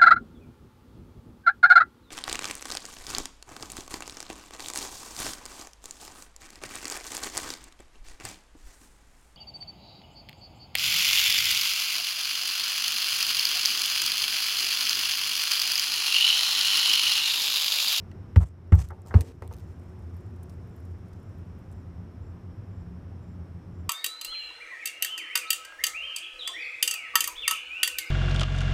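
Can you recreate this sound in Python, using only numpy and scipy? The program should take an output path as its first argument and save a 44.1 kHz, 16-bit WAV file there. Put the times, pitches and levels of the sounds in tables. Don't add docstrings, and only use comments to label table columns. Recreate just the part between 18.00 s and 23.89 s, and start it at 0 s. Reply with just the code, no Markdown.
import sys
import numpy as np
from scipy import signal
from scipy.fft import rfft, irfft
from scipy.io import wavfile
from scipy.ndimage import uniform_filter1d

SR = 44100
rng = np.random.default_rng(int(sys.argv[2]) if len(sys.argv) > 2 else 0)


def boost_factor(decibels):
    exponent = np.asarray(decibels, float) / 20
    return 10 ** exponent


def generate_wav(sig):
    pcm = np.round(np.clip(np.atleast_2d(sig).T, -1, 1) * 32767).astype(np.int16)
    wavfile.write(sys.argv[1], SR, pcm)


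N = 259749
T = np.arange(N) / SR

# frequency in Hz, level in dB per Hz.
CITY_SPECTRUM = [(12, -57), (20, -22.5), (37, -13), (66, -3.5), (95, -2), (130, -8), (181, -9), (221, -10),
                 (570, -23.5), (1320, -30), (3700, -47.5), (5470, -55.5), (6460, -54.5), (14500, -60.5),
                 (15800, -76)]
CITY_DB = -46.5
# frequency in Hz, width in Hz, level in dB.
ENGINE_TONE = (87.3, 34, -42)
# time in seconds, level of the second order in dB, of the fourth in dB.
ENGINE_OVERTONES = [(0, -64.5, -59.5), (2.5, -56.5, -59.5), (4, -52.5, -65.5), (5.89, -48.5, -62.5)]
SWISH_SPAN = (1.07, 3.92)
SWISH_DB, SWISH_FALL_DB_PER_S, SWISH_FADE_S = -67.5, 1.5, 0.17
# frequency in Hz, width in Hz, level in dB.
CRICKET_BANDS = [(5376, 830, -79)]
# start in seconds, length in seconds, level in dB.
TRILL_SWELLS = [
    (3.45, .2, -98),
    (5.1, .65, -95),
]
TRILL_REST_DB = -104
FIRST_CHIRP_S, CHIRP_EVERY_S, CHIRP_DB = 1.64, 0.508, -87.5
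# start in seconds, peak in dB, centre in Hz, level of the dull body in dB.
PAW_STEPS = [(1.7963, -59, 7800, -14), (1.8352, -60, 8150, -11), (1.9909, -62, 8130, -11),
             (2.0228, -64, 8280, -11), (2.145, -61, 8280, -9), (2.168, -54.5, 12000, -16),
             (2.2064, -59, 7770, -10), (2.2648, -62, 7700, -7), (2.363, -58, 7920, -17),
             (2.432, -46.5, 9650, -21), (2.497, -53, 8800, 2), (2.5237, -60, 8210, -10),
             (2.5394, -62, 7880, -6), (2.6743, -63, 12800, -17), (2.6948, -63, 8160, -13),
             (2.764, -53, 14400, -16), (2.802, -58, 11000, -12), (2.8525, -56.5, 7800, -14),
             (2.9163, -68, 7750, -13), (2.9846, -66, 10400, -12), (3.0709, -67, 8820, -12),
             (3.0839, -60, 8870, -14), (3.1328, -59, 7860, 6), (3.1991, -63, 8910, -10),
             (3.2311, -59, 8400, -11), (3.2939, -64.5, 9790, -10), (3.3837, -59, 13300, -13),
             (3.5882, -60, 11900, -15), (3.7154, -56, 8720, -19), (3.7264, -53.5, 8470, -27)]
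STEP_T60_S, STEP_RISE_S, STEP_DB = 0.028, 0.0024, -4.5
# start in seconds, peak in dB, centre in Hz, level of the dull body in dB.
TWIG_SNAPS = [(0.115, -62, 6740, -8), (0.3587, -52, 6090, 4), (.3714, -39, 8500, -8),
              (.404, -46, 8590, -11), (.414, -47, 12000, -9), (.422, -39.5, 7500, -9),
              (0.4274, -38, 7600, -11), (.4324, -44, 7500, -10), (.4374, -44, 7500, -10),
              (.6779, -70, 9030, -5), (0.754, -33, 13500, -4), (.7818, -53, 7000, -4),
              (.8014, -47, 5000, 0), (0.8875, -38, 8850, -10), (0.906, -52, 6380, -6),
              (1.019, -55, 7740, -10), (1.0625, -52, 6400, -8), (1.072, -44.5, 7800, -6),
              (1.084, -48, 7900, -7), (1.2088, -19.5, 7500, -4.5), (1.422, -53, 6440, 0),
              (1.4768, -49, 8100, -2), (1.5271, -51, 9000, 0), (1.5374, -43.5, 11100, 3),
              (1.543, -59, 6000, 6), (1.566, -56, 9290, 0), (1.576, -57, 11700, -5),
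              (1.585, -54, 13800, -2.5), (1.597, -59, 11000, 3), (1.603, -60, 7900, 2)]
SNAP_T60_S, SNAP_LONGER_S_PER_DB, SNAP_RISE_S = 0.0096, -0.0929, 0.00015
# start in seconds, length in seconds, frequency in Hz, level in dB.
FLEX_CREAKS = [
    (1.166, .03, 425, -34),
    (1.232, .1, 458, -46),
    (1.96, .1, 860, -66),
]
# grit level in dB, its fall in dB per second, centre in Hz,
# wall level in dB, its fall in dB per second.
KICK_SKIDS = [
    (-45.5, 950, 5900, -30, 755),
    (-52.5, 126, 7800, -31, 750),
    (-61, 43, 8000, -32, 188),
]
SKID_S = 0.055
# start in seconds, length in seconds,
# grit level in dB, centre in Hz, level of the wall rubbing the soil in dB.
SOIL_DRAGS = [
    (0.401, 0.039, -55, 7900, -36),
    (0.448, .04, -69, 8300, -67),
    (.772, .053, -47.5, 6900, -40),
    (.83, 0.026, -61, 7200, -51),
    (1.066, 0.032, -63.5, 7350, -58),
    (1.204, 0.013, -45.5, 7450, -42),
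    (1.245, 0.075, -62.5, 4400, -55),
    (1.42, 0.017, -76, 5600, -64),
    (1.464, 0.18, -77, 6500, -74),
]
GRIP_DB, GRIP_SHARE = -12, 0.29
STOP_S, STOP_DB, TRICKLE_S, TRICKLE_DB = 0.0065, -14.5, 0.078, -28
# frequency in Hz, level in dB per Hz.
GRIT_SPECTRUM = [(880, -28), (1500, 2), (4140, -10.5), (6070, -7), (7020, -11), (7520, -7.5), (10700, -13),
                 (15500, -15.5)]
# frequency in Hz, width in Hz, level in dB.
WALL_MODES = [(253, 16, 5), (339, 122, 7.5), (424, 237, 6), (782, 44, 0), (883, 37, 2.5), (1300, 316, -3),
              (1970, 260, -3.5), (1474, 100, -9), (2110, 200, -12.5), (2950, 490, -9), (4140, 620, -10.5),
              (5750, 2700, -17.5), (7640, 1100, -39)]
# start in seconds, level in dB.
ROCKING_THUMPS = [
    (0.778, -10),
    (.808, -17),
    (0.839, -23),
    (.878, -27),
    (0.916, -28),
    (1.417, -28.5),
    (1.488, -23.5),
    (1.549, -26.5),
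]
# start in seconds, peak in dB, 60 dB decay in seconds,
# centre of the contact in Hz, spread in octaves (wide means hard).
WALL_BLOWS = [
    (.114, -38, 0.067, 3800, 0.99),
    (0.3603, -20, 0.096, 2400, 2.9),
    (0.7229, -17.5, 0.14, 1410, 1.5),
    (0.902, -24.5, .13, 1010, 0.85),
    (.981, -37.5, .06, 800, 0.72),
    (1.052, -39, 0.33, 690, 0.79),
    (1.107, -26.5, 0.12, 1030, 0.91),
    (1.1409, -21, 0.19, 370, 2.65),
    (1.422, -34, 0.12, 680, 2.1),
    (1.509, -29, 0.081, 780, 0.77),
]
SOFT_RISE_S = 0.0014
HARD_OCTAVES = 1.4
# kick in seconds, swell time in seconds, time in seconds when soil deadens the bin.
BIN_KICKS = [
    (.3591, .0087, .445),
    (.7196, .0014, .855),
    (1.1399, .0238, 1.221),
]
KICK_LEVELS = [8.5, 7.5, 7.5]
# frequency in Hz, level in dB, 60 dB decay in seconds.
DRUM_MODES = [
    [(65.3, -10.4, .3), (87.4, -1.9, .17), (111.6, -3.2, .08), (131, -27, .4), (169, -21, .22),
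     (222, -21, .1)],
    [(65.6, -10, .3), (85.8, 4.6, .12), (97.7, 3.2, .08), (133.4, -27, .4), (164.5, -17, .22),
     (186.6, -12.4, .05), (265, -32, .1), (352, -25, .1), (44, -19, .2)],
    [(66.6, -1.1, .15), (87.3, 3, .15), (108.1, 3, .1), (128.3, -27, .4), (171.2, -6.5, .06),
     (207.8, -.8, .07)],
]


def evened(x):
    return x / np.sqrt(np.mean(x ** 2) + 1e-20)


def add(mix, s, sound):
    part = mix[round(s * SR):][:len(sound)]
    part += sound[:len(part)]


def noise(size=N):
    return rng.standard_normal(size)


def resonate(x, hz, width):
    turn = np.exp(2j * np.pi * np.cumsum(hz * np.ones(len(x))) / SR)
    r = np.exp(-np.pi * width / SR)
    smooth = signal.lfilter([1 - r], [1, -r], x / turn + 1e-18)
    return 2 * (turn * smooth).real


def coloured(x, points):
    hz, db = np.transpose(points)
    f = np.fft.rfftfreq(N, 1 / SR)
    return irfft(rfft(x) * boost_factor(np.interp(np.log(f + 1), np.log(hz + 1), db)), N)


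def fuzzy(hz, width, size=N):
    return evened(resonate(resonate(noise(size), hz, width), hz, width))


def city_wash():
    return boost_factor(CITY_DB) * evened(coloured(noise(), CITY_SPECTRUM))


def engine_drone():
    hz, width, db = ENGINE_TONE
    turn = 2 * np.pi * np.cumsum(hz + 1.2 * fuzzy(3, 3)) / SR
    drone = boost_factor(db) * evened(.9 * fuzzy(hz, width) + np.cos(turn))
    s, second_db, fourth_db = np.transpose(ENGINE_OVERTONES)
    second = evened(fuzzy(2 * hz, 14.7) + np.cos(2 * turn))
    drone += boost_factor(np.interp(T, s, second_db)) * second
    drone += boost_factor(np.interp(T, s, fourth_db)) * fuzzy(363.7, 50)
    return drone


def insects():
    out = sum(boost_factor(db) * fuzzy(hz, width) for hz, width, db in CRICKET_BANDS)
    effort = boost_factor(TRILL_REST_DB)
    for s, length, db in TRILL_SWELLS:
        effort = effort + boost_factor(db) * np.clip(2 - abs(4 * (T - s) / length - 2), 0, 1)
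    out += effort * fuzzy(8200, 120)
    t = T[:round(.17 * SR)]
    fade = signal.windows.tukey(len(t), .6)
    for s in np.arange(FIRST_CHIRP_S, N / SR, CHIRP_EVERY_S):
        throb = 1 + .3 * np.cos(2 * np.pi * (31 * t + rng.random()))
        tone = np.sin(2 * np.pi * np.cumsum(7270 + 900 * t) / SR)
        chirp = evened(tone + .9 * fuzzy(7300, 260, size=len(t)))
        add(out, s, boost_factor(CHIRP_DB + .8 * s) * chirp * throb * fade)
    return out


def grass_swish():
    clumps_db = 2.5 * evened(uniform_filter1d(noise(), size=900))
    rustle = boost_factor(clumps_db) * noise()
    rustle = evened(coloured(rustle, [(3000, -4.0), (7000, 3.0), (12000, -6), (15800, -3)]))
    start, end = SWISH_SPAN
    near = np.clip(np.minimum(T - start, end - T) / SWISH_FADE_S + .5, 0, 1)
    strides_db = 1.5 * fuzzy(2.2, 2.5) - SWISH_FALL_DB_PER_S * (T - start)
    return boost_factor(SWISH_DB + strides_db - 9.5) * near * rustle


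def snap(db, hz, t60, rise, body_db):
    t = T[:SR // 10]
    burst = noise(len(t)) * boost_factor(-60 * t / max(t60, .004)) * (1 - np.exp(-t / max(rise, 1e-4)))
    steep = signal.butter(2, 4200, "high", fs=SR)
    bright = signal.lfilter(*steep, .17 * burst + resonate(burst, min(hz, 15000), 3200))
    body = resonate(resonate(burst, 5000, 4900), 5000, 4900)
    return boost_factor(db + 7.5) * (bright + boost_factor(body_db) * body)


def trot():
    out = np.zeros(N)
    for s, db, hz, body_db in PAW_STEPS:
        step = snap(db + STEP_DB, hz, STEP_T60_S, STEP_RISE_S, min(body_db, 6))
        add(out, s - STEP_RISE_S, step)
    return out


def twigs_and_claws():
    out = np.zeros(N)
    for s, db, hz, body_db in TWIG_SNAPS:
        t60 = SNAP_T60_S + SNAP_LONGER_S_PER_DB * max(db + 47, 0)
        add(out, s, snap(db, hz, t60, SNAP_RISE_S, body_db))
    return out


def creaks():
    out = np.zeros(N)
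    for s, length, hz, db in FLEX_CREAKS:
        size = round(length * SR)
        wobbling_hz = hz + 2.2 * fuzzy(20, 15, size=size)
        tone = np.sin(2 * np.pi * np.cumsum(wobbling_hz) / SR)
        add(out, s, boost_factor(db) * tone * signal.windows.tukey(size, .4))
    return out


def strokes():
    t = np.arange(0, SKID_S, 1 / SR)
    for (s, *_), (db, fall, hz, rub_db, rub_fall) in zip(BIN_KICKS, KICK_SKIDS):
        yield s, db - fall * t, hz, rub_db - rub_fall * t
    for s, length, db, hz, rub_db in SOIL_DRAGS:
        corners = [0, GRIP_SHARE * length, length, length + STOP_S, length + TRICKLE_S]
        t = np.arange(0, corners[-1], 1 / SR)
        shape_db = np.interp(t, corners, [GRIP_DB, 0, 0, STOP_DB, TRICKLE_DB])
        yield s, db + shape_db, hz, rub_db + 1.27 * shape_db


def scrape():
    spread = np.minimum(uniform_filter1d(rng.exponential(1, N), size=3), 4)
    spread += evened(uniform_filter1d(noise(), size=120))
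    grains = noise() * boost_factor(2.4 * spread)
    wall = np.zeros(N)
    for k, (hz, width, _) in enumerate(WALL_MODES[2:6]):
        wall += (-1) ** k * resonate(grains, hz, 2 * width)
    wall = evened(wall)
    grit, rub = np.zeros(N), np.zeros(N)
    for s, db, hz, rub_db in strokes():
        at = slice(round(s * SR), round(s * SR) + len(db))
        fade = signal.windows.tukey(len(db), .08)
        part = evened(.5 * grains[at] + resonate(grains[at], hz, 2600))
        add(grit, s, boost_factor(db + 14) * part * fade)
        add(rub, s, boost_factor(rub_db - 1.5) * wall[at] * fade)
    return coloured(grit, GRIT_SPECTRUM) + rub


def thumps():
    t, out = T[:SR // 10], np.zeros(N)
    push = np.sin(2 * np.pi * 84 * t) * (t / 0.015) * np.exp(1 - t / 0.0096)
    for s, db in ROCKING_THUMPS:
        add(out, s, boost_factor(db) * push)
    return out


def blows():
    t, out = T[:SR // 4], np.zeros(N)
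    for s, db, t60, centre, spread in WALL_BLOWS:
        rattle = noise(len(t))
        if spread > HARD_OCTAVES:
            rattle += 5 * np.exp(-t / .0002)
        sound = np.zeros(len(t))
        for k, (hz, width, mode_db) in enumerate(WALL_MODES):
            dying = boost_factor(-60 * t / (max(t60, .01) * (1000 / hz) ** 0.88))
            reach_db = -6 * (np.log2(hz / centre) / spread) ** 2
            sound += (-1) ** k * boost_factor(mode_db + reach_db) * resonate(rattle * dying, hz, width)
        rise = 1 - np.exp(-t * spread ** 0.92 / SOFT_RISE_S)
        add(out, s, boost_factor(db + 7.0) * sound * rise)
    return out


def booms():
    t, out = T[:SR // 2], np.zeros(N)
    for (s, swell, dead), modes, kick_db in zip(BIN_KICKS, DRUM_MODES, KICK_LEVELS):
        ring = np.zeros(len(t))
        for k, (hz, db, t60) in enumerate(modes):
            ring += (-1) ** k * boost_factor(db - 60 * t / t60) * np.cos(2 * np.pi * hz * t)
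        damped = boost_factor(kick_db - 450 * np.maximum(t + s - dead, 0))
        add(out, s, ring * damped * (1 - np.exp(-(t / swell) ** 2)))
    return out


def scene():
    background = city_wash() + engine_drone() + insects()
    animal = grass_swish() + trot() + twigs_and_claws()
    kicked_bin = creaks() + scrape() + thumps() + blows() + booms()
    return (background + animal + kicked_bin)[None]


def band_limit(x):
    return signal.sosfilt(signal.butter(12, 15940, fs=SR, output="sos"), x)


def record(dry):
    power_db = 10 * np.log10(abs(uniform_filter1d(dry[0] ** 2, size=1200)) + 1e-12)
    fall = T * 48.6
    held_db = np.maximum.accumulate(power_db + fall) - fall
    over_db = np.maximum(held_db + 26.0, 0)
    ducked = dry / boost_factor(0.3 * uniform_filter1d(over_db, size=300))
    ducked /= (1 + ducked ** 6 / .2) ** (1 / 6)
    edge = signal.firwin(511, 15560, window=("kaiser", 9), fs=SR)
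    return band_limit(signal.oaconvolve(ducked, edge[None], "same"))


dry = scene()
out = record(dry)
generate_wav(out)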